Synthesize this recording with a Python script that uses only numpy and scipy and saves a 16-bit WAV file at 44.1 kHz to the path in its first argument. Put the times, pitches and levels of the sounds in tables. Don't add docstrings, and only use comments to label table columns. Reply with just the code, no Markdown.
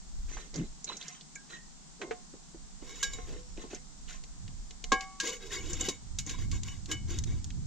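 import sys
import numpy as np
from scipy import signal
from scipy.fft import rfft, irfft, next_fast_len
from scipy.io import wavfile
from scipy.ndimage import uniform_filter1d

SR = 44100
rng = np.random.default_rng(int(sys.argv[2]) if len(sys.argv) > 2 else 0)


def log_audio(samples):
    frames = np.atleast_2d(samples).T
    limited = np.clip(frames, -1, 1)
    pcm = np.round(limited * 32767).astype(np.int16)
    wavfile.write(sys.argv[1], SR, pcm)


N = 337806
TIME_S = np.arange(N) / SR
OPPOSITE = np.array([[1], [-1]])


def undb(db):
    return 10 ** (np.asarray(db) / 20)


def unit(x):
    return x / np.sqrt(np.mean(x ** 2))


def curves(rows):
    s, *columns = np.transpose(rows)
    return [np.interp(TIME_S, s, column) for column in columns]


def colour(x, points):
    hz, db = np.transpose(points)
    size = next_fast_len(N)
    bins_hz = np.maximum(np.arange(size // 2 + 1) * SR / size, 1)
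    gain = undb(np.interp(np.log(bins_hz), np.log(hz), db))
    return irfft(rfft(x, size) * gain, size)[..., :N]


def band(x, hz, width):
    b, a = signal.iirpeak(min(hz, .4 * SR), 1 / width, fs=SR)
    return signal.lfilter(b, a, x)


def twice_band(x, hz, width):
    return band(band(x, hz, width), hz, width)


def walk(rate):
    hold = int(SR / rate)
    steps = np.repeat(rng.standard_normal(N // hold + 1), hold)
    smooth = uniform_filter1d(uniform_filter1d(steps, hold), hold)
    return unit(smooth[:N])


def add(track, s, piece):
    i = int(s * SR)
    track[..., i:i + piece.shape[-1]] += piece[..., :N - i]


# (frequency [Hz], relative level [dB])
DUSK_SPECTRUM = [(110, -44), (145, 2.5), (190, 0.5), (400, -16.5), (550, -21), (740, -14.5), (2500, -24),
                 (7300, -12.5), (8500, -20), (9500, -41.5), (15000, -55)]


def distance():
    return unit(colour(rng.standard_normal((2, N)), DUSK_SPECTRUM)) * undb(-54)


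# (middle [s], half length [s], level [dB])
CRICKET_PHRASES = [(3.426, 0.17, -67)]
CRICKET_HZ, CRICKET_PULSE_HZ = 5500, 72


def cricket():
    turn = 2 * np.pi * CRICKET_PULSE_HZ * TIME_S
    phase = 2 * np.pi * CRICKET_HZ * TIME_S - 1.5 * np.sin(turn) + 3 * walk(30)
    trill = (1 + np.sin(turn)) ** 2 * np.sin(phase)
    phrases = sum(undb(db) * np.exp(-((TIME_S - s) / half) ** 4) for s, half, db in CRICKET_PHRASES)
    return unit(trill) * phrases


# (time [s], rumble level [dB], flutter level [dB])
WIND_GUSTS = [(0.04, -47, -79), (0.19, -34, -56.5), (0.49, -52, -76), (0.59, -42, -56), (0.83, -61, -79),
              (2.98, -50.5, -70), (3.11, -45.5, -53.5), (4.27, -53, -74), (4.46, -48.5, -46.5),
              (4.61, -43.5, -63), (5.29, -61, -80), (5.55, -45.5, -50), (5.99, -52, -54),
              (6.34, -41, -40.5), (7.66, -46.5, -35.5)]


def wind():
    rumble_db, flutter_db = curves(WIND_GUSTS)
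    eddy_db = 3.5 * walk(8)
    rumble_spectrum = [(8, -13.0), (22, 11.5), (45, 3.5), (65, -8.5), (100, -62.0)]
    flutter_spectrum = [(40, -5.5), (70, 4.5), (120, -1.5), (250, -15.5), (500, -40.0), (1000, -99)]
    ports = []
    for port_db in (1.5, 4.0):
        rumble = unit(colour(rng.standard_normal(N), rumble_spectrum))
        flutter = unit(colour(rng.standard_normal(N), flutter_spectrum))
        gusts = undb(rumble_db + eddy_db) * rumble
        gusts = gusts + undb(flutter_db + eddy_db + 2 * walk(8)) * flutter
        ports.append(gusts * undb(port_db))
    return np.array(ports)


GULP_S, GULP_DB = .6, -30
GULP_HZ, GULP_GLIDE_HZ_PER_S = 166.3, 790
GULP_RISE_S, GULP_FALL_S = 0.028, 0.037


def gulp():
    t = TIME_S - GULP_S
    phase = 2 * np.pi * (GULP_HZ * t + GULP_GLIDE_HZ_PER_S * t ** 2 / 2)
    phase = phase + 1.2 * walk(70)
    swell = np.exp(-(t / np.where(t < 0, GULP_RISE_S, GULP_FALL_S)) ** 2)
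    return swell * undb(GULP_DB) * (np.sin(phase) + undb(-4.0) * np.sin(1.726 * phase))


# (time [s], level [dB], pitch [Hz], t60 [s])
HINGE_CHIRPS = [(1.358, -40.5, 2260, 0.071), (1.36, -47, 1640, 0.23), (1.532, -43, 1875, 0.29)]


def chirps():
    out, t = np.zeros(N), np.arange(16384) / SR
    for s, db, hz, t60 in HINGE_CHIRPS:
        drift = np.cumsum(uniform_filter1d(rng.standard_normal(len(t)), size=300)) * 0.081
        fade = undb(db - 60 * t / t60) * np.minimum(t / 0.0005, 1)
        add(out, s, fade * np.sin(2 * np.pi * hz * t + drift))
    return out


# (time [s], time [s], time [s])
POT_DRIVEN_S = (2.75, 3.17, 4.87)


def pot_driven(t):
    lifted, canister_driven, pot_driven_again = POT_DRIVEN_S
    return ((t > lifted) & (t < canister_driven)) | (t > pot_driven_again)


def crack(db, hz, t60, width):
    t = np.arange(4096) / SR
    fade = np.exp(-np.log(1000) * t / t60) * np.minimum(t / (0.013 * t60), 1)
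    near, left, right = rng.standard_normal((3, len(t))) * fade
    burst = twice_band(near + .5 * np.array([left, right]), hz, width)
    onset_rms = np.sqrt(np.mean(burst[:, t < t60 / 6] ** 2))
    return undb(db - 8.5) * burst / onset_rms


# (time [s], nominal peak [dB])
DULL_BUMPS = [(2.336, -34.5), (2.544, -34), (2.822, -33), (3.577, -31), (3.636, -30), (3.73, -27),
              (4.922, -15), (5.883, -18.5)]


def bumps(air):
    for s, db in DULL_BUMPS:
        add(air, s, crack(db, 307, 0.087, 0.96))


# (time [s], nominal peak [dB], centre [Hz])
RATTLE_TICKS = [(0.5412, -29.5, 5050), (0.5581, -26.5, 5500), (0.843, -24, 6250), (0.895, -28, 970),
                (0.915, -32.5, 1160), (0.9683, -29, 6100), (1.012, -30, 3420), (1.026, -30.5, 4170),
                (1.0815, -27, 5730), (1.2092, -34, 4040), (1.354, -31, 7300), (3.747, -29, 6000),
                (5.7318, -21.5, 6400), (5.809, -16, 7200), (6.2643, -29, 6350)]


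def ticks(air, force):
    for s, db, hz in RATTLE_TICKS:
        add(air, s, crack(db, hz, .045, .4))
        force[int(s * SR)] += undb(db - 24)


# (time [s], nominal peak [dB], centre [Hz])
WIRE_SNAPS = [(3.574, -37, 2450), (4.237, -34, 3770), (4.4786, -36, 2700), (4.708, -32, 3650),
              (4.8405, -21.5, 4000), (5.008, -23.5, 4070), (5.254, -28, 4500), (6.633, -25.5, 4970),
              (6.683, -31, 2550), (6.858, -31, 4530), (7.187, -20, 5800), (7.2379, -24.5, 4800),
              (7.4432, -27.5, 5630), (7.504, -32.5, 3380)]


def snaps(air, force):
    for s, db, hz in WIRE_SNAPS:
        add(air, s, crack(db, hz, 0.031, 1.15))
        force[int(s * SR)] += undb(db - 19.5) * ~pot_driven(np.array(s))


# (time [s], nominal crack peak [dB], crack centre [Hz],
# push over crack [dB], push centre [Hz], push width [share of centre])
VESSEL_KNOCKS = [(0.368, -31.5, 1180, -5, 1280, 0.17), (2.015, -26.5, 1750, -7.5, 1040, 4.1),
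                 (2.109, -26.5, 1460, 3.5, 504, 0.74), (2.893, -38.5, 6670, -1, 1880, 1.2),
                 (3.028, -15, 5850, 3.5, 1560, 0.25), (3.034, -24.5, 6500, 1, 3700, 1.36),
                 (3.134, -34, 7100, -1, 3970, 2), (3.186, -40.5, 1460, 6, 740, 1.9),
                 (4.919, -14.5, 3800, 6.5, 1410, 0.8), (5.2, -16.5, 4300, 3.5, 1570, 0.2),
                 (5.272, -22, 5460, -6.5, 2840, 1.1), (5.886, -17, 5846, -6, 3860, 0.49),
                 (6.186, -19.5, 5790, -11.5, 4150, 1), (6.293, -24.5, 4515, -15, 2250, .2),
                 (6.514, -27.5, 4850, -8, 2120, 0.29), (6.914, -20, 6030, 3, 2930, 0.29),
                 (6.916, -32.5, 1590, 8, 1600, 0.41)]


def knocks(air, force):
    t = np.arange(1024) / SR
    for s, db, hz, push_db, push_hz, width in VESSEL_KNOCKS:
        add(air, s, crack(db, hz, 0.087, 1.39))
        push = (t == 0) + .04 * rng.standard_normal(len(t)) * np.exp(-t / .002)
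        add(force, s, undb(db + push_db) * twice_band(push, push_hz, width))


# (time [s], pitch [Hz])
HOLLOW_PITCH = [(5.2, 502), (5.4, 449.7), (5.65, 349.4), (5.85, 268.7), (6.5, 330)]
HOLLOW_WIDTH_HZ = 85.5


def hollow():
    hz, = curves(HOLLOW_PITCH)
    waver = uniform_filter1d(rng.standard_normal((2, N)), int(SR / HOLLOW_WIDTH_HZ))
    carrier = np.exp(2j * np.pi * np.cumsum(hz) / SR)
    tone = np.real((waver[0] + 1j * waver[1]) * carrier)
    return unit(tone) * (TIME_S > HOLLOW_PITCH[0][0])


CONTACTS_PER_S, PATCH_WIDTH = 110, .08


def chatter():
    total = np.zeros(N)
    for hz in np.geomspace(1000, 7600, num=18):
        contacts = (rng.random(N) < CONTACTS_PER_S / SR) * undb(4.56 * rng.standard_normal(N))
        total += twice_band(contacts, hz, PATCH_WIDTH) / np.sqrt(hz)
    return unit(total)


# (time [s], length [s], rasp level [dB], dull level [dB])
SCRAPE_STROKES = [(0.274, 0.25, -50.5, -58), (0.53, 0.15, -49.5, -46.5), (0.864, 0.14, -50, -50),
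                  (0.984, 0.24, -50, -84), (1.488, 0.12, -49, -57), (1.993, 0.23, -68, -49),
                  (2.794, 0.64, -51, -59.5), (3.265, 0.18, -54.5, -53), (3.562, 0.16, -53.5, -52.5),
                  (3.699, 0.1, -46.5, -54), (4.069, 0.14, -47.5, -73), (5.013, 0.049, -49, -62),
                  (5.218, 0.17, -35.5, -53), (5.379, 0.3, -52, -60.5), (5.504, 0.13, -39, -62.5),
                  (5.593, 0.41, -45.5, -57.5), (5.786, 0.19, -43, -60.5), (6.258, 0.14, -44, -62),
                  (6.379, 0.091, -47, -66), (6.518, 0.085, -47, -60.5), (6.626, 0.19, -50, -76),
                  (6.88, 0.11, -44, -54), (7.073, 0.16, -45.5, -56), (7.253, 0.16, -51.5, -60)]
POT_RASP_HZ, CANISTER_RASP_HZ = 5000, 3130


def scrapes():
    rasp, dull = np.zeros((2, N)), np.zeros(N)
    slips = undb(1.5 * rng.exponential(size=N) + 3 * walk(90))
    near, left, right, low = rng.standard_normal((4, N))
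    grit = unit(slips * (near + 0.46 * np.array([left, right])))
    grit = grit + undb(-5) * chatter()
    low = unit(twice_band(low, 360, .8) * undb(3 * walk(30)))
    low = low + undb(6.5) * hollow()
    for s, length, rasp_db, dull_db in SCRAPE_STROKES:
        hz = POT_RASP_HZ if pot_driven(s) else CANISTER_RASP_HZ
        i, u = int(s * SR), np.linspace(0, 1, int(length * SR))
        stroke = np.minimum(u / .14, 1) * np.minimum((1 - u) / .6, 1) ** 1.2
        bright = unit(twice_band(grit[:, i:i + len(u)], hz, 2.64))
        add(rasp, s, undb(rasp_db) * stroke * bright)
        add(dull, s, undb(dull_db) * stroke * low[i:i + len(u)])
    return rasp, dull


def ring(force, modes, spread, wander_db=0.):
    out, busy = np.zeros((2, N)), np.flatnonzero(force)
    span = slice(busy[0], busy[-1] + SR)
    for k, (hz, db, t60) in enumerate(modes):
        pole = np.exp((2j * np.pi * hz - np.log(1000) / t60) / SR)
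        drive = force * undb(wander_db * walk(25)) if wander_db else force
        z = signal.lfilter([undb(db)], [1, -pole], drive[span] + 1e-18)
        out[:, span] += np.cos(spread) * z.imag + (-1) ** k * np.sin(spread) * z.real * OPPOSITE
    return out


RUBBED_RING = 0.35
# (pitch [Hz], level [dB], t60 [s])
CANISTER_MODES = [(452.5, 2, 0.078), (724.5, -5.5, 0.26), (1067, -15, 0.8), (1840, -26.5, 0.38),
                  (2114, -12.5, 0.43), (2710, -25, .1), (3160, -16, 0.2), (3980, -2.5, 0.087),
                  (6230, -5, 0.13)]


def canister(force, rasp, dull):
    driven = ~pot_driven(TIME_S)
    struck = ring(force * driven, CANISTER_MODES, 0.76)
    rub = (undb(-24) * rasp + undb(-46.5) * dull) * driven
    return struck + ring(rub, np.array(CANISTER_MODES) * [1, 1, RUBBED_RING], 1.0, 7.5)


POT_PITCHES = [300, 491, 767, 1082, 1130, 1633, 2191, 2263, 2975, 3703, 3835, 4768, 5587, 5701, 5845, 6318,
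               6730, 6968, 7320]
# (level [dB], t60 [s])
POT_LEVELS = [(11.5, 0.039), (5, 0.15), (-9.5, 0.43), (-1.5, 0.11), (-27, 1), (-10.5, 0.2), (-8.5, 0.35),
              (-11.5, 0.27), (-10, 0.27), (-15, 0.24), (-1, 0.094), (-6, 0.13), (-12.5, 0.31), (-17, 0.38),
              (-22, 0.11), (-7.5, 0.051), (-6.5, 0.092), (-12.5, 0.33), (-2, 0.12)]
# (pitch [Hz], relative level [dB], t60 [s])
POT_HUM_MODE = [(497.3, 0, 0.41)]
# (struck from [s], until [s], ring time [share of t60], hand stills it from [s])
POT_SPELLS = [(2.75, 3.17, 0.96, 3.42), (4.87, 5.19, 1.18, 5.27), (5.19, 8, 0.81, 8)]
POT_HANGS_UNTIL_S, STILLED_S = 3.8, .03


def pot(force, rasp, dull):
    modes = np.column_stack([POT_PITCHES, POT_LEVELS])
    hangs = (TIME_S > POT_DRIVEN_S[0]) & (TIME_S < POT_HANGS_UNTIL_S)
    metal = ring(undb(-42.5) * dull * hangs, POT_HUM_MODE, 0.67)
    for start, end, share, stilled in POT_SPELLS:
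        blows = force * (TIME_S > start) * (TIME_S < end)
        struck = ring(blows, modes * [1, 1, share], 0.22)
        metal = metal + struck * np.exp(-np.maximum(TIME_S - stilled, 0) / STILLED_S)
    rub = (undb(-25.5) * rasp + undb(-45) * dull) * pot_driven(TIME_S)
    return metal + ring(rub, modes * [1, 1, RUBBED_RING], 0.41, 4.4)


# (frequency [Hz], gain [dB])
PORT_COLOUR = [(3000, -5.5), (5200, -8), (7000, 0), (8000, -12), (9000, -20.5), (14000, -21.5),
               (16000, -23)]


def through_ports(close):
    left, right = colour(close, PORT_COLOUR)
    apart = colour(left - right, [(4000, 0.2), (8000, 7.1)])
    return (left + right + apart * OPPOSITE) / 2


# (time [s], left minus right [dB])
HANDS_BALANCE = [(0, -5), (3, -1.5), (4.9, 0.5)]


def cookware():
    air, force = np.zeros((2, N)), np.zeros(N)
    bumps(air)
    ticks(air, force)
    snaps(air, force)
    knocks(air, force)
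    rasp, dull = scrapes()
    rasp_mid = rasp.mean(axis=0)
    metal = canister(force, rasp_mid, dull) + pot(force, rasp_mid, dull)
    close = air + undb(3) * rasp + metal
    hands = through_ports(close) + dull + chirps()
    pan_db, = curves(HANDS_BALANCE)
    return hands * undb(np.array([pan_db, -pan_db]) / 2)


def scene():
    return distance() + cricket() + wind() + gulp() + cookware()


def record(dry):
    return signal.sosfilt(signal.ellip(8, .2, 70, 15900, fs=SR, output="sos"), dry)


dry = scene()
out = record(dry)
log_audio(out)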